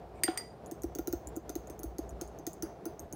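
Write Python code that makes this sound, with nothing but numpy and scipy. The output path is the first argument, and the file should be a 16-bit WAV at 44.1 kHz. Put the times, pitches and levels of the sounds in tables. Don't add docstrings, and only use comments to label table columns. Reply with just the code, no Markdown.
import sys
import numpy as np
from scipy import signal
from scipy.fft import rfft, irfft
from scipy.io import wavfile
from scipy.ndimage import uniform_filter1d

SR = 44100
rng = np.random.default_rng(int(sys.argv[2]) if len(sys.argv) > 2 else 0)


def level_to_linear(level):
    exponent = np.asarray(level, float) / 20
    return 10 ** exponent


def transcribe(u):
    v = np.clip(np.atleast_2d(u).T, -1, 1)
    q = np.round(v * 32767).astype(np.int16)
    wavfile.write(sys.argv[1], SR, q)


N = 138915
T = np.arange(SR // 2) / SR
UPPER_HZ, TOP_HZ = 8000, 12000
RUMBLE_HZ, CUT_HZ, EDGE_HZ = 42, 15800, 16950


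def ring(hz, db, t60, rise=0.00013, phase=0.):
    decay = level_to_linear(db - 60 * T / max(t60, 1e-3))
    return decay * (1 - np.exp(-T / rise)) * np.sin(2 * np.pi * hz * T + phase)


def add(out, x, s):
    i = int(s * SR)
    out[i:i + len(x)] += x[:N - i]


def band(x, lo_hz, hi_hz):
    return signal.sosfilt(signal.butter(3, [lo_hz, hi_hz], "band", fs=SR, output="sos"), x)


def crack(db, t60, lo_hz):
    return band(rng.standard_normal(len(T)), lo_hz, EDGE_HZ) * level_to_linear(db - 60 * T / t60)


def waver():
    depth_db, k = 2, int(0.006 * SR)
    walk = uniform_filter1d(rng.standard_normal(len(T)), size=k)
    walk = uniform_filter1d(walk, size=k)
    return level_to_linear(depth_db * np.sqrt(3.25 * k) * walk)


# start in seconds, peak in dB, contact pitch in Hz,
# upper modes in dB, top modes in dB.
BLOWS = [(0.7129, -36, 6580, 8.5, 2), (0.8345, -33.5, 6170, 5, 1), (0.9508, -32.5, 6380, 5.5, 0.5),
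         (0.9865, -32, 6330, 3.5, 2.5), (1.0732, -28.5, 6460, 3.5, 4), (1.1268, -28.5, 6430, -35, 4.5),
         (1.494, -30, 6260, 2.5, -2.5), (1.554, -30, 6340, 0.5, 2), (1.6991, -41, 6370, 7, 5),
         (1.8328, -35, 6440, 10.5, 5), (1.9839, -33, 6470, 5.5, 5), (2.2126, -28.5, 6460, 6.5, 2),
         (2.4671, -25.5, 6500, 4.5, 1.5), (2.624, -27.5, 6180, 4.5, 2), (2.855, -34.5, 6160, 8.5, 7)]
# start in seconds, peak in dB, contact pitch in Hz,
# upper modes in dB, top modes in dB.
GRAZES = [(0.661, -39, 6830, 5, -8), (0.8204, -39, 6700, 6, -1), (1.272, -31.5, 7100, 0.5, -9),
          (1.287, -43.5, 7550, 6, 4), (1.3578, -42.5, 6960, 2, -19), (1.3645, -31.5, 6870, 1, 1.5),
          (1.6723, -41.5, 6700, 4, -2), (1.7922, -38, 6460, 3, 4), (2.0928, -39.5, 6900, 2.5, -3),
          (2.107, -49, 5930, 7, -9), (2.2762, -44, 6800, 5, -9), (2.388, -39.5, 6350, -4, -1),
          (2.5321, -39, 6900, 5.5, -2), (2.9941, -31, 6430, -6, -7), (3.001, -51, 5900, -2, -6),
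          (3.1261, -29.5, 6540, 1, -4)]
# pitch in Hz, level in dB, decay time t60 in seconds.
WET_HZ = [1850, 3600, 4400, 5399, 8400, 10550, 11200, 12800, 14960, 15500]
WET_DB = [-21.5, -19, -20, -13, -22, -16, -22, -13, -6.5, -8]
WET_T60_S = [.02, .005, .02, .008, .008, .009, .006, .007, .006, .006]
CONTACT_T60_S, CONTACT_SAG = .008, .06
CRACK_DB, CRACK_T60_S = -13, 0.0094
WASH_DB, WASH_T60_S = -21.5, 0.073
RATTLE_DB, RATTLE_T60_S = -26, 0.02
ECHO_S, ECHO_DB = .0066, -8
SCATTER_DB = 1.8


def tines(rows, low_db, crack_hz):
    out = np.zeros(N)
    for s, db, hz, upper_db, top_db in rows:
        chance = rng.standard_normal((len(WET_DB), 3))
        sagging_hz = hz * (1 - CONTACT_SAG * np.tanh(T / CONTACT_T60_S))
        x = ring(hz, -1.95, CONTACT_T60_S) + ring(sagging_hz, -15.5, 0.5 * CONTACT_T60_S)

        snap = crack(CRACK_DB, CRACK_T60_S, crack_hz) + crack(WASH_DB, WASH_T60_S, crack_hz)
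        x = x + level_to_linear(-1.0) * band(snap, crack_hz, UPPER_HZ)
        x = x + level_to_linear(upper_db) * band(snap, UPPER_HZ, TOP_HZ)
        x = x + level_to_linear(top_db) * (band(snap, TOP_HZ, CUT_HZ) + level_to_linear(-24) * band(snap, CUT_HZ, EDGE_HZ))

        for f, mode_db, t60, (a, b, p) in zip(WET_HZ, WET_DB, WET_T60_S, chance):
            if f > TOP_HZ:
                tilt_db = top_db
            elif f > UPPER_HZ:
                tilt_db = upper_db
            else:
                tilt_db = 0 if f > 5800 else low_db
            struck_hz = f * (1 + 0.022 * b * (t60 < .03))
            x = x + ring(struck_hz, mode_db + tilt_db + SCATTER_DB * a, t60, phase=9 * p)

        push = rng.standard_normal(len(T)) * level_to_linear(RATTLE_DB - 60 * T / RATTLE_T60_S)
        push[0] = 1
        push[int(SR * ECHO_S * (1 + .06 * chance[0, 1]))] += level_to_linear(ECHO_DB)
        add(out, level_to_linear(db) * signal.fftconvolve(x, push)[:len(T)], s)
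    return out


# start in seconds, slow mode in dB,
# wall pair in dB, foot mode in dB.
RINGS = [(0.7144, -75, -66, -60), (0.8338, -75, -67.5, -50), (0.9508, -69, -69, -50),
         (0.9865, -65, -68, -40.5), (1.0752, -60, -63, -41), (1.1288, -78, -56.5, -40),
         (1.3645, -70, -64, -47), (1.492, -66, -71, -42), (1.553, -68, -67, -51), (1.6991, -83, -61, -54),
         (1.8328, -74, -65, -49), (1.983, -67, -65, -50), (2.2107, -57, -57, -43), (2.388, -75, -66, -67),
         (2.466, -72, -54, -46), (2.624, -56, -71, -42), (2.855, -58, -59.5, -41), (3.1261, -68, -62, -57)]
# start in seconds, pitch in Hz, level in dB.
HIGH_RINGS = [(0.66, 10700, -57), (0.7129, 8270, -60), (0.9865, 13100, -58), (1.0745, 10500, -54),
              (1.126, 12230, -60), (1.1276, 8500, -58), (1.554, 11030, -62), (1.554, 8340, -60),
              (1.6991, 12700, -65), (1.6986, 8400, -61), (1.7922, 10600, -56.5), (1.8328, 10400, -58),
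              (2.624, 10600, -50), (2.625, 8800, -58), (2.856, 10550, -55), (2.9941, 8500, -58),
              (2.9941, 12150, -53.5), (3.1261, 10650, -51)]
SLOW_HZ, SLOW_T60_S = 4818, .2
PAIR_HZ, PAIR_T60_S = (6100, 6385), .16
FOOT_HZ, FOOT_T60_S = 1390, .035
HIGH_WIDTH_HZ, HIGH_T60_S = 200, .12


def rings():
    out = np.zeros(N)
    for s, slow_db, pair_db, foot_db in RINGS:
        pair = sum(waver() * ring(f, pair_db, PAIR_T60_S, phase=9 * rng.random()) for f in PAIR_HZ)
        slow = waver() * ring(SLOW_HZ, slow_db, SLOW_T60_S, rise=0.0059)
        foot = ring(FOOT_HZ, foot_db, FOOT_T60_S, rise=0.0016)
        add(out, pair + slow + foot, s)
    for s, hz, db in HIGH_RINGS:
        add(out, band(crack(db + 15.5, HIGH_T60_S, 5000), hz - HIGH_WIDTH_HZ, hz + HIGH_WIDTH_HZ), s)
    return out


# start in seconds, peak in dB, upper modes in dB, long-ringing modes in dB.
TAPS = [
    (0.2353, -24, -1.5, -7),
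    (0.3748, -33, -3.5, 0),
]
# pitch in Hz, level in dB, decay time t60 in seconds.
RIM_HZ = [1897, 1985, 2094, 2232, 4738, 4818, 4856, 7973, 8700, 8810, 8755, 10650, 13670, 13720]
RIM_DB = [-4, -15.5, -12.5, -12.5, -6, -6.5, -5, -10.5, 3, 4, -31, -11, -4, -21.5]
RIM_T60_S = [.05, .3, .06, .04, .07, .26, .06, .025, .08, .06, .17, .03, .05, .11]
# pitch in Hz, level in dB, decay time t60 in seconds.
BASE = [(741, -12.5, 0.23), (1090, -8, 0.023), (1445, -3, 0.022), (1770, -2.5, 0.017), (3320, -5, 0.013)]
SET_DOWN_S, SET_DOWN_DB = .279, -21.5
ROCK_S, ROCK_DB = 0.00643, 3.5


def rim():
    out = np.zeros(N)
    for s, db, upper_db, long_db in TAPS:
        x = band(crack(0, 0.025, 800), 800, 12000) + crack(-11.5, 0.0096, 9500)
        x = x + band(crack(-17, 0.16, 2900), 2400, 7100) + band(crack(6, .03, 5200), 5800, 7300)
        for f, mode_db, t60 in zip(RIM_HZ, RIM_DB, RIM_T60_S):
            is_long = t60 > .15
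            level_db = mode_db + upper_db * (f > 6000) + long_db * is_long
            x = x + (waver() if is_long else 1) * ring(f, level_db, t60, phase=9 * rng.random())
        add(out, level_to_linear(db) * x, s)

    foot = level_to_linear(SET_DOWN_DB) * sum(ring(f, mode_db, t60, rise=0.0015) for f, mode_db, t60 in BASE)
    grit = band(crack(SET_DOWN_DB - 11.5, 0.13, 640), 540, 3700)
    add(out, foot + grit, SET_DOWN_S)
    add(out, ring(BASE[0][0], SET_DOWN_DB + ROCK_DB, 0.023, rise=0.0033), SET_DOWN_S + ROCK_S)
    return out


# start in seconds, peak in dB, pitch in Hz, decay time t60 in seconds, rebound in dB.
KNOCKS = [(0.241, -29, 340, 0.054, -20), (0.285, -19.5, 335, 0.063, -31), (0.718, -30, 337, 0.08, -9.5),
          (0.84, -25, 339.4, 0.16, -5.5), (0.956, -28, 338, 0.037, -2), (0.99, -22, 331, 0.05, -28),
          (1.077, -26, 344.5, 0.25, -2.5), (1.132, -22.5, 342, 0.11, -6), (1.274, -42, 324, 0.088, -5),
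          (1.369, -26.5, 330, 0.076, -12), (1.498, -26, 342, 0.032, -6), (1.558, -26.5, 341, 0.13, -4.5),
          (1.7, -37, 336, 0.07, -14), (1.796, -33.5, 334, 0.034, -19), (1.84, -31, 336.5, 0.21, -2.5),
          (1.989, -24, 334, 0.066, -7), (2.123, -39, 350, 0.077, -2), (2.217, -26.5, 345, 0.046, -40),
          (2.395, -32, 324, 0.034, -9), (2.472, -26, 334, 0.055, -19), (2.629, -27.5, 328.5, 0.091, -38),
          (2.638, -32.5, 328, 0.02, -12), (2.86, -29, 333, 0.08, -42.5), (2.869, -39, 331, .05, -9.5),
          (2.999, -40.5, 330, 0.056, -9), (3.131, -36.5, 322, 0.07, -5)]
# start in seconds, peak in dB, pitch in Hz, decay time t60 in seconds.
SHUDDERS = [(0.271, -61, 60, 0.46), (0.843, -41, 63, 0.3), (0.993, -45.5, 60, 0.27), (1.092, -49, 60, 0.21),
            (1.141, -42.5, 63, 0.24), (1.26, -47.5, 60, 0.31), (1.402, -61, 60, 0.34),
            (1.499, -61, 60, 0.36), (1.569, -48.5, 60, 0.23), (1.7, -49.5, 62.6, 0.07),
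            (1.851, -40, 60, 0.28), (1.998, -50.5, 60, 0.62), (2.11, -44.5, 60, 0.49),
            (2.229, -49, 60, 0.2), (2.628, -48, 60, 0.22), (3.03, -42, 60, 0.07)]
REBOUND_S, KNOCK_RISE_S, SHUDDER_RISE_S = 0.00809, 0.0024, 0.0046


def counter():
    out = np.zeros(N)
    for s, db, hz, t60, rebound_db in KNOCKS:
        x = ring(hz, db + 3, t60, KNOCK_RISE_S) + ring(421, db - 3.5, 0.026, KNOCK_RISE_S)
        x = x + ring(170, db - 17.0, 0.01, KNOCK_RISE_S) + ring(723, db - 12.5, 0.047, KNOCK_RISE_S)
        add(out, -x, s + 0.00076)
        add(out, -level_to_linear(rebound_db) * x, s + REBOUND_S)
    for s, db, hz, t60 in SHUDDERS:
        x = ring(hz, db + 6.5, t60, SHUDDER_RISE_S) + ring(1.2 * hz, db, 0.13, SHUDDER_RISE_S)
        add(out, x, s)
    return out


# start in seconds, length in seconds, level in dB.
SLOPS = [
    (0.291, 0.14, -51),
    (0.489, 0.075, -66.5),
    (1.44, 0.024, -70),
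    (1.776, 0.074, -63),
    (2.612, 0.084, -54),
    (2.686, 0.017, -63),
]


def slops():
    out = np.zeros(N)
    for s, length_s, db in SLOPS:
        swell = np.sin(np.pi * np.clip(T / length_s, 0, 1))
        rush = band(rng.standard_normal(len(T)), 280, 1470) * 4
        add(out, level_to_linear(db) * waver() * swell * rush, s)
    return out


SCRAPE_S, SCRAPE_LEN_S, SCRAPE_DB = 0.14, 0.08, -65


def scrape():
    t = np.clip((np.arange(N) / SR - SCRAPE_S) / SCRAPE_LEN_S, 0, 1)
    swell = np.sqrt(np.sin(np.pi * t) ** 2)
    n = rng.standard_normal(N)
    return level_to_linear(SCRAPE_DB) * swell * (band(n, 7300, 9200) + level_to_linear(14) * band(n, 2200, 2500))


# pitch in Hz, level in dB per Hz.
HUM = [(26, -17.5), (45, 0), (117, 3), (346, -2.5), (476, -8), (672, 0), (1240, -14.5), (4920, -40),
       (16000, -47)]
HUM_DB, HISS_DB = -48.5, -80


def hum():
    f = np.fft.rfftfreq(N, 1 / SR)
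    hz_db = np.array(HUM)
    floor_db = np.interp(np.log(f + 1), np.log(hz_db[:, 0]), hz_db[:, 1])
    shape = level_to_linear(floor_db - 35 * (f > CUT_HZ))
    humps = [(60, 5.3, 12.5), (162.6, 10.7, 5.1), (442.0, 108, 10.0),
             (710, 99, 3.24), (5170, 2180, 7.2), (12100, 3400, 1.2)]
    for hz, width_hz, db in humps:
        shape = shape * level_to_linear(db * np.exp(-((f - hz) / width_hz) ** 2))
    x = irfft(rfft(rng.standard_normal(N)) * shape, N)
    walk = uniform_filter1d(rng.standard_normal(N), size=3000) * np.sqrt(3000)
    hiss = level_to_linear(HISS_DB) * band(rng.standard_normal(N), 7000, CUT_HZ)
    return x / x.std() * level_to_linear(HUM_DB + 1.4 * walk) + hiss


GRAZE_HZ, GRAZE_LOW_DB, GRAZE_ROOM_DB = 5900, -16, -9
ROOM_DB, ROOM_T60_S, ROOM_GAP_S = -12.5, 0.34, 0.0013
TREBLE_DB, TREBLE_T60_S = 3, 0.23


def room(x):
    noise = rng.standard_normal(len(T)) * (T > ROOM_GAP_S)
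    tail = band(noise, 566.3, 10000) * level_to_linear(-60 * T / ROOM_T60_S)
    tail = tail + band(noise, 8150, CUT_HZ) * level_to_linear(TREBLE_DB - 60 * T / TREBLE_T60_S)
    return signal.fftconvolve(x, tail / np.sqrt(np.sum(tail ** 2)))[:N]


def scene():
    grazes = band(tines(GRAZES, GRAZE_LOW_DB, GRAZE_HZ), 4950, EDGE_HZ)
    glass = tines(BLOWS, 0, 1000) + rim() + rings()
    tail = level_to_linear(ROOM_DB) * room(glass + level_to_linear(GRAZE_ROOM_DB) * grazes)
    mix = glass + grazes + tail + counter() + slops() + scrape() + hum()
    return mix[None]


def low_pass(x):
    return signal.sosfilt(signal.butter(12, 17170, fs=SR, output="sos"), x)


EDGE_GATE_DB, EDGE_HOLD_S = -60, .002


def record(dry):
    x = signal.sosfilt(signal.ellip(8, .5, 60, CUT_HZ, fs=SR, output="sos"), dry)
    edge_filter = signal.ellip(5, .5, 60, [CUT_HZ, EDGE_HZ], "band", fs=SR, output="sos")
    edge = signal.sosfilt(edge_filter, dry)
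    power = uniform_filter1d(edge ** 2, size=int(EDGE_HOLD_S * SR))
    gate = power ** 2 / (power ** 2 + level_to_linear(EDGE_GATE_DB) ** 4)
    x = x + edge * gate
    x = signal.sosfilt(signal.butter(6, RUMBLE_HZ, "high", fs=SR, output="sos"), x)
    return low_pass(x)


dry = scene()
out = record(dry)
transcribe(out)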